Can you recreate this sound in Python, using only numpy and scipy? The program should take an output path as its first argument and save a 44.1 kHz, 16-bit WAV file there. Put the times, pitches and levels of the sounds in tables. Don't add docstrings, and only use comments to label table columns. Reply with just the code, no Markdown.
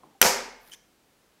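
import sys
import numpy as np
from scipy import signal
from scipy.fft import rfft, irfft
from scipy.io import wavfile
from scipy.ndimage import uniform_filter1d

SR = 44100
rng = np.random.default_rng(int(sys.argv[2]) if len(sys.argv) > 2 else 0)


def to_wav(sig):
    pcm = np.clip(np.atleast_2d(sig), -1, 1) * 32767
    pcm = np.round(pcm).astype(np.int16)
    wavfile.write(sys.argv[1], SR, pcm.T)


N = 61739
T = np.arange(N) / SR

# start in seconds, crack level in dB, its hold and release in
# seconds, air push in dB, gain of the steel ring in dB, treble cut-off of the crack in Hz.
BLOWS = [(0.2153, -4.5, .0022, .0016, -1.5, 3.5, 18000), (0.2253, -15.5, .001, 0.0028, -12.5, -23, 3000),
         (0.2274, -9, .0004, .0016, -4, -22, 7524)]
SNAP_S = BLOWS[0][0]


def amp(db):
    return 10 ** (np.asarray(db) / 20)


def unit(x):
    return x / np.sqrt(np.mean(x ** 2) + 1e-20)


def since(start):
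    return np.maximum(T - start, 0)


def curve_at(points, hz):
    freqs, values = np.transpose(points)
    return np.interp(np.log(hz + 1), np.log(freqs + 1), values)


def noise(colour):
    gain = amp(curve_at(colour, np.fft.rfftfreq(N, 1 / SR)))
    return unit(irfft(rfft(rng.standard_normal(N)) * gain, N))


def bursts(rows, decay_s):
    return sum(amp(db) * (T > start) * np.exp(-since(start) / decay_s) for start, db in rows)


def ring(start, modes, rise_s):
    t = since(start)
    tones = sum(amp(db - 60 * t / t60) * np.sin(2 * np.pi * (hz * t + rng.random()))
                for hz, db, t60 in modes)
    return tones * np.minimum(t / rise_s, 1)


def reverberation(start):
    # frequency in Hz, relative level in dB.
    colour = [(40, -28.5), (110, -19.5), (230, -5.5), (320, -13.5), (410, -4.5), (540, -2.5), (640, -7),
              (780, -3), (940, -1.5), (1060, -7.5), (1400, -5), (2300, -5.5), (3600, -11.5), (5200, -2.5),
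              (6500, -3), (9000, -10.5), (13500, -11.5), (16000, -21)]
    # frequency in Hz, seconds to fall 60 dB.
    t60 = [(100, 0.24), (260, .63), (700, 0.65), (1840, 0.61), (4850, 0.49), (8000, 0.4), (12800, 0.32),
           (16000, .28)]
    hz, t, spectrum = signal.stft(noise(colour), SR, nperseg=512)
    decay = amp(-60 * np.maximum(t - start, 0) / curve_at(t60, hz)[:, None])
    build = .3 + .7 * np.minimum(since(start) / .045, 1) ** 2
    return signal.istft(spectrum * decay, SR, nperseg=512)[1][:N] * build * (T > start)


def workshop():
    # arrival in seconds, level in dB.
    arrivals = [(.2455, -20.5), (.2545, -21.5), (.2625, -24)]
    # frequency in Hz, relative level in dB.
    echo_colour = [(50, -13), (100, -14), (170, 1.5), (300, -5), (500, 3.5), (900, -2.5), (1500, -9.5),
                   (4000, -18.5), (16000, -30)]
    room_tone = [(20, -15), (45, -4), (90, -7), (250, -1.5), (500, -4.5), (1000, -9.5), (2500, -13),
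                 (6000, -17), (15500, -22.5)]
    echoes = bursts(arrivals, decay_s=.0053) * noise(echo_colour)
    return echoes + amp(-13) * reverberation(SNAP_S) + amp(-65) * noise(room_tone)


def hand():
    # start in seconds, level in dB, frequency in Hz, seconds to fall 60 dB.
    contacts = [(.0345, -43, 1040, 0.033), (.040, -44, 805, 0.025), (.048, -54.5, 316, 0.084),
                (.085, -60.5, 880, 0.061), (.150, -53, 788, 0.11)]
    # frequency in Hz, relative level in dB.
    rub_colour = [(40, -18), (220, 4), (600, 0.5), (1050, -1), (1500, -16), (4000, -25), (16000, -46)]
    knocks = sum(ring(start, [(hz, db, t60)], rise_s=.00051) for start, db, hz, t60 in contacts)
    pressure = np.interp(T, [.02, .04, .12, .2], [.37, .82, .47, .0038])
    return knocks + amp(-56.5) * pressure * noise(rub_colour)


def sleeve():
    # frequency in Hz, relative level in dB.
    hiss_colour = [(200, -10.5), (1700, -1), (4000, -5), (8000, -14), (10500, -4.5), (14000, -2.5),
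                   (16000, -13.5)]
    grit_db = 2.5 * noise([(1, 0), (110, 0), (1100, -60)])
    swell = np.interp(T, [.58, .685, .8], [0, 1, 0])
    return amp(-58 + grit_db) * swell * noise(hiss_colour)


def tip_lift():
    # time in seconds, squeak pitch in Hz, squeak level in dB, scrape level in dB.
    path = [(.713, 3100, -77, -60), (.720, 3143, -39, -51.5), (0.724, 3110, -48.5, -53),
            (.730, 3183, -46, -50), (.737, 3090, -46, -48), (0.742, 3270, -49, -52.5),
            (0.747, 3550, -48, -50.5), (0.754, 3400, -75, -72)]
    # start in seconds, level in dB.
    catches = [(.7285, -47), (0.7365, -50), (0.742, -58), (0.748, -56)]
    # frequency in Hz, relative level in dB.
    scrape_colour = [(200, -9), (1200, -10.5), (1750, 5.5), (2400, 2), (4400, -4.5), (6200, 6.5),
                     (7800, -4.5), (9500, 3), (12000, -17), (14300, -5), (16000, -24)]
    # frequency in Hz, level in dB, seconds to fall 60 dB.
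    rim_modes = [(1770, -0.5, 0.0095), (6200, -8, .012)]
    tip_modes = [(3182, -63, .1), (5300, -64, 0.2), (6100, -58, 0.18)]
    times, hz, squeak_db, scrape_db = np.transpose(path)
    touching = (T > times[0]) & (T < times[-1])
    jitter = .0285 * unit(uniform_filter1d(rng.standard_normal(N), size=70))
    phase = 2 * np.pi * np.cumsum(np.interp(T, times, hz) * (1 + jitter)) / SR
    harmonics = sum(amp(-20 * k) * np.sin((k + 1) * phase) for k in range(3))
    squeak = touching * amp(np.interp(T, times, squeak_db)) * harmonics
    friction = touching * amp(np.interp(T, times, scrape_db)) + bursts(catches, decay_s=.0017)
    scrape = friction * noise(scrape_colour)
    ticks = sum(amp(db) * ring(start, rim_modes, rise_s=.00046) for start, db in catches)
    direct = squeak + scrape + ticks
    room = reverberation(0)
    echoes = signal.fftconvolve(direct, room / np.linalg.norm(room))[:N]
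    return direct + amp(-18.5) * echoes + ring(catches[-1][0], tip_modes, rise_s=.001)


def casing():
    # frequency in Hz, level in dB, seconds to fall 60 dB.
    modes = [(235.8, -40.5, 0.74), (255.8, -40.5, 0.64), (394.4, -26.5, .48), (499.7, -25.5, .5),
             (522.6, -30.5, 0.48), (555.5, -30, .52), (712.5, -31.5, .48), (747.6, -30.5, .48),
             (835.5, -28, .5), (885.5, -30, .62), (951, -29, .58), (1207, -34.5, .58), (1393, -31.5, .38),
             (1483, -30.5, .4), (1553, -32, .45), (2150, -39, 0.85), (2227, -36.5, 0.73), (5101, -37, 0.46),
             (6403, -30.5, .26), (7650, -44.5, 0.59), (7865, -37, .32), (11774, -37.5, .25),
             (12167, -39, .27), (12560, -33.5, .29), (12300, -30, .3)]
    thump_hz, room_mode_hz, flutter_hz, rise_s = 109, 38, 14, .022
    t = since(SNAP_S)
    thump = amp(-27.5) * np.exp(-t / .0032) * np.sin(2 * np.pi * thump_hz * t)
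    room_mode = ring(SNAP_S, [(room_mode_hz, -48, 1.1)], rise_s)
    flutter = [(1, 0), (flutter_hz, 0), (10 * flutter_hz, -80)]
    ringing = sum(ring(SNAP_S, [mode], rise_s) * (1 + .45 * noise(flutter)) for mode in modes)
    return thump + room_mode + ringing


def snap():
    # frequency in Hz, relative level in dB.
    crack_colour = [(60, -15), (300, -10.5), (900, -11), (1400, 4.5), (2200, 3.5), (3600, -1), (4500, -3.5),
                    (6000, 0.5), (8000, -5), (10000, 1), (11500, -4.5), (13000, 3), (16000, -7)]
    # frequency in Hz, level in dB, seconds to fall 60 dB.
    steel_modes = [(1460, -22, 0.0055), (2250, -20.5, 0.014), (4900, -23, .016), (6032, -11.5, 0.02),
                   (9790, -12, 0.0093), (12610, -4.5, 0.019), (13150, -9.5, 0.0086), (14700, -20.5, .016)]
    push_s = .00007
    out = np.zeros(N)
    for start, crack_db, hold_s, release_s, push_db, steel_db, cut_hz in BLOWS:
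        treble_cut = signal.butter(2, cut_hz, fs=SR, output="sos")
        crack = unit(signal.sosfilt(treble_cut, noise(crack_colour)))
        out += amp(crack_db) * crack * (T > start) * np.exp(-since(start + hold_s) / release_s)
        age = since(start) / push_s
        out -= amp(push_db) * np.e * age * (2 - age) * np.exp(-age)
        out += amp(steel_db) * ring(start, steel_modes, rise_s=.00051)
    return out


def scene():
    return (snap() + casing() + workshop() + hand() + sleeve() + tip_lift())[None]


def record(dry):
    clipped = np.clip(dry, -1, 1)
    band_limit = signal.firwin(255, 15850, window=("kaiser", 8), fs=SR)
    return signal.oaconvolve(clipped, band_limit[None], "same")


dry = scene()
out = record(dry)
to_wav(out)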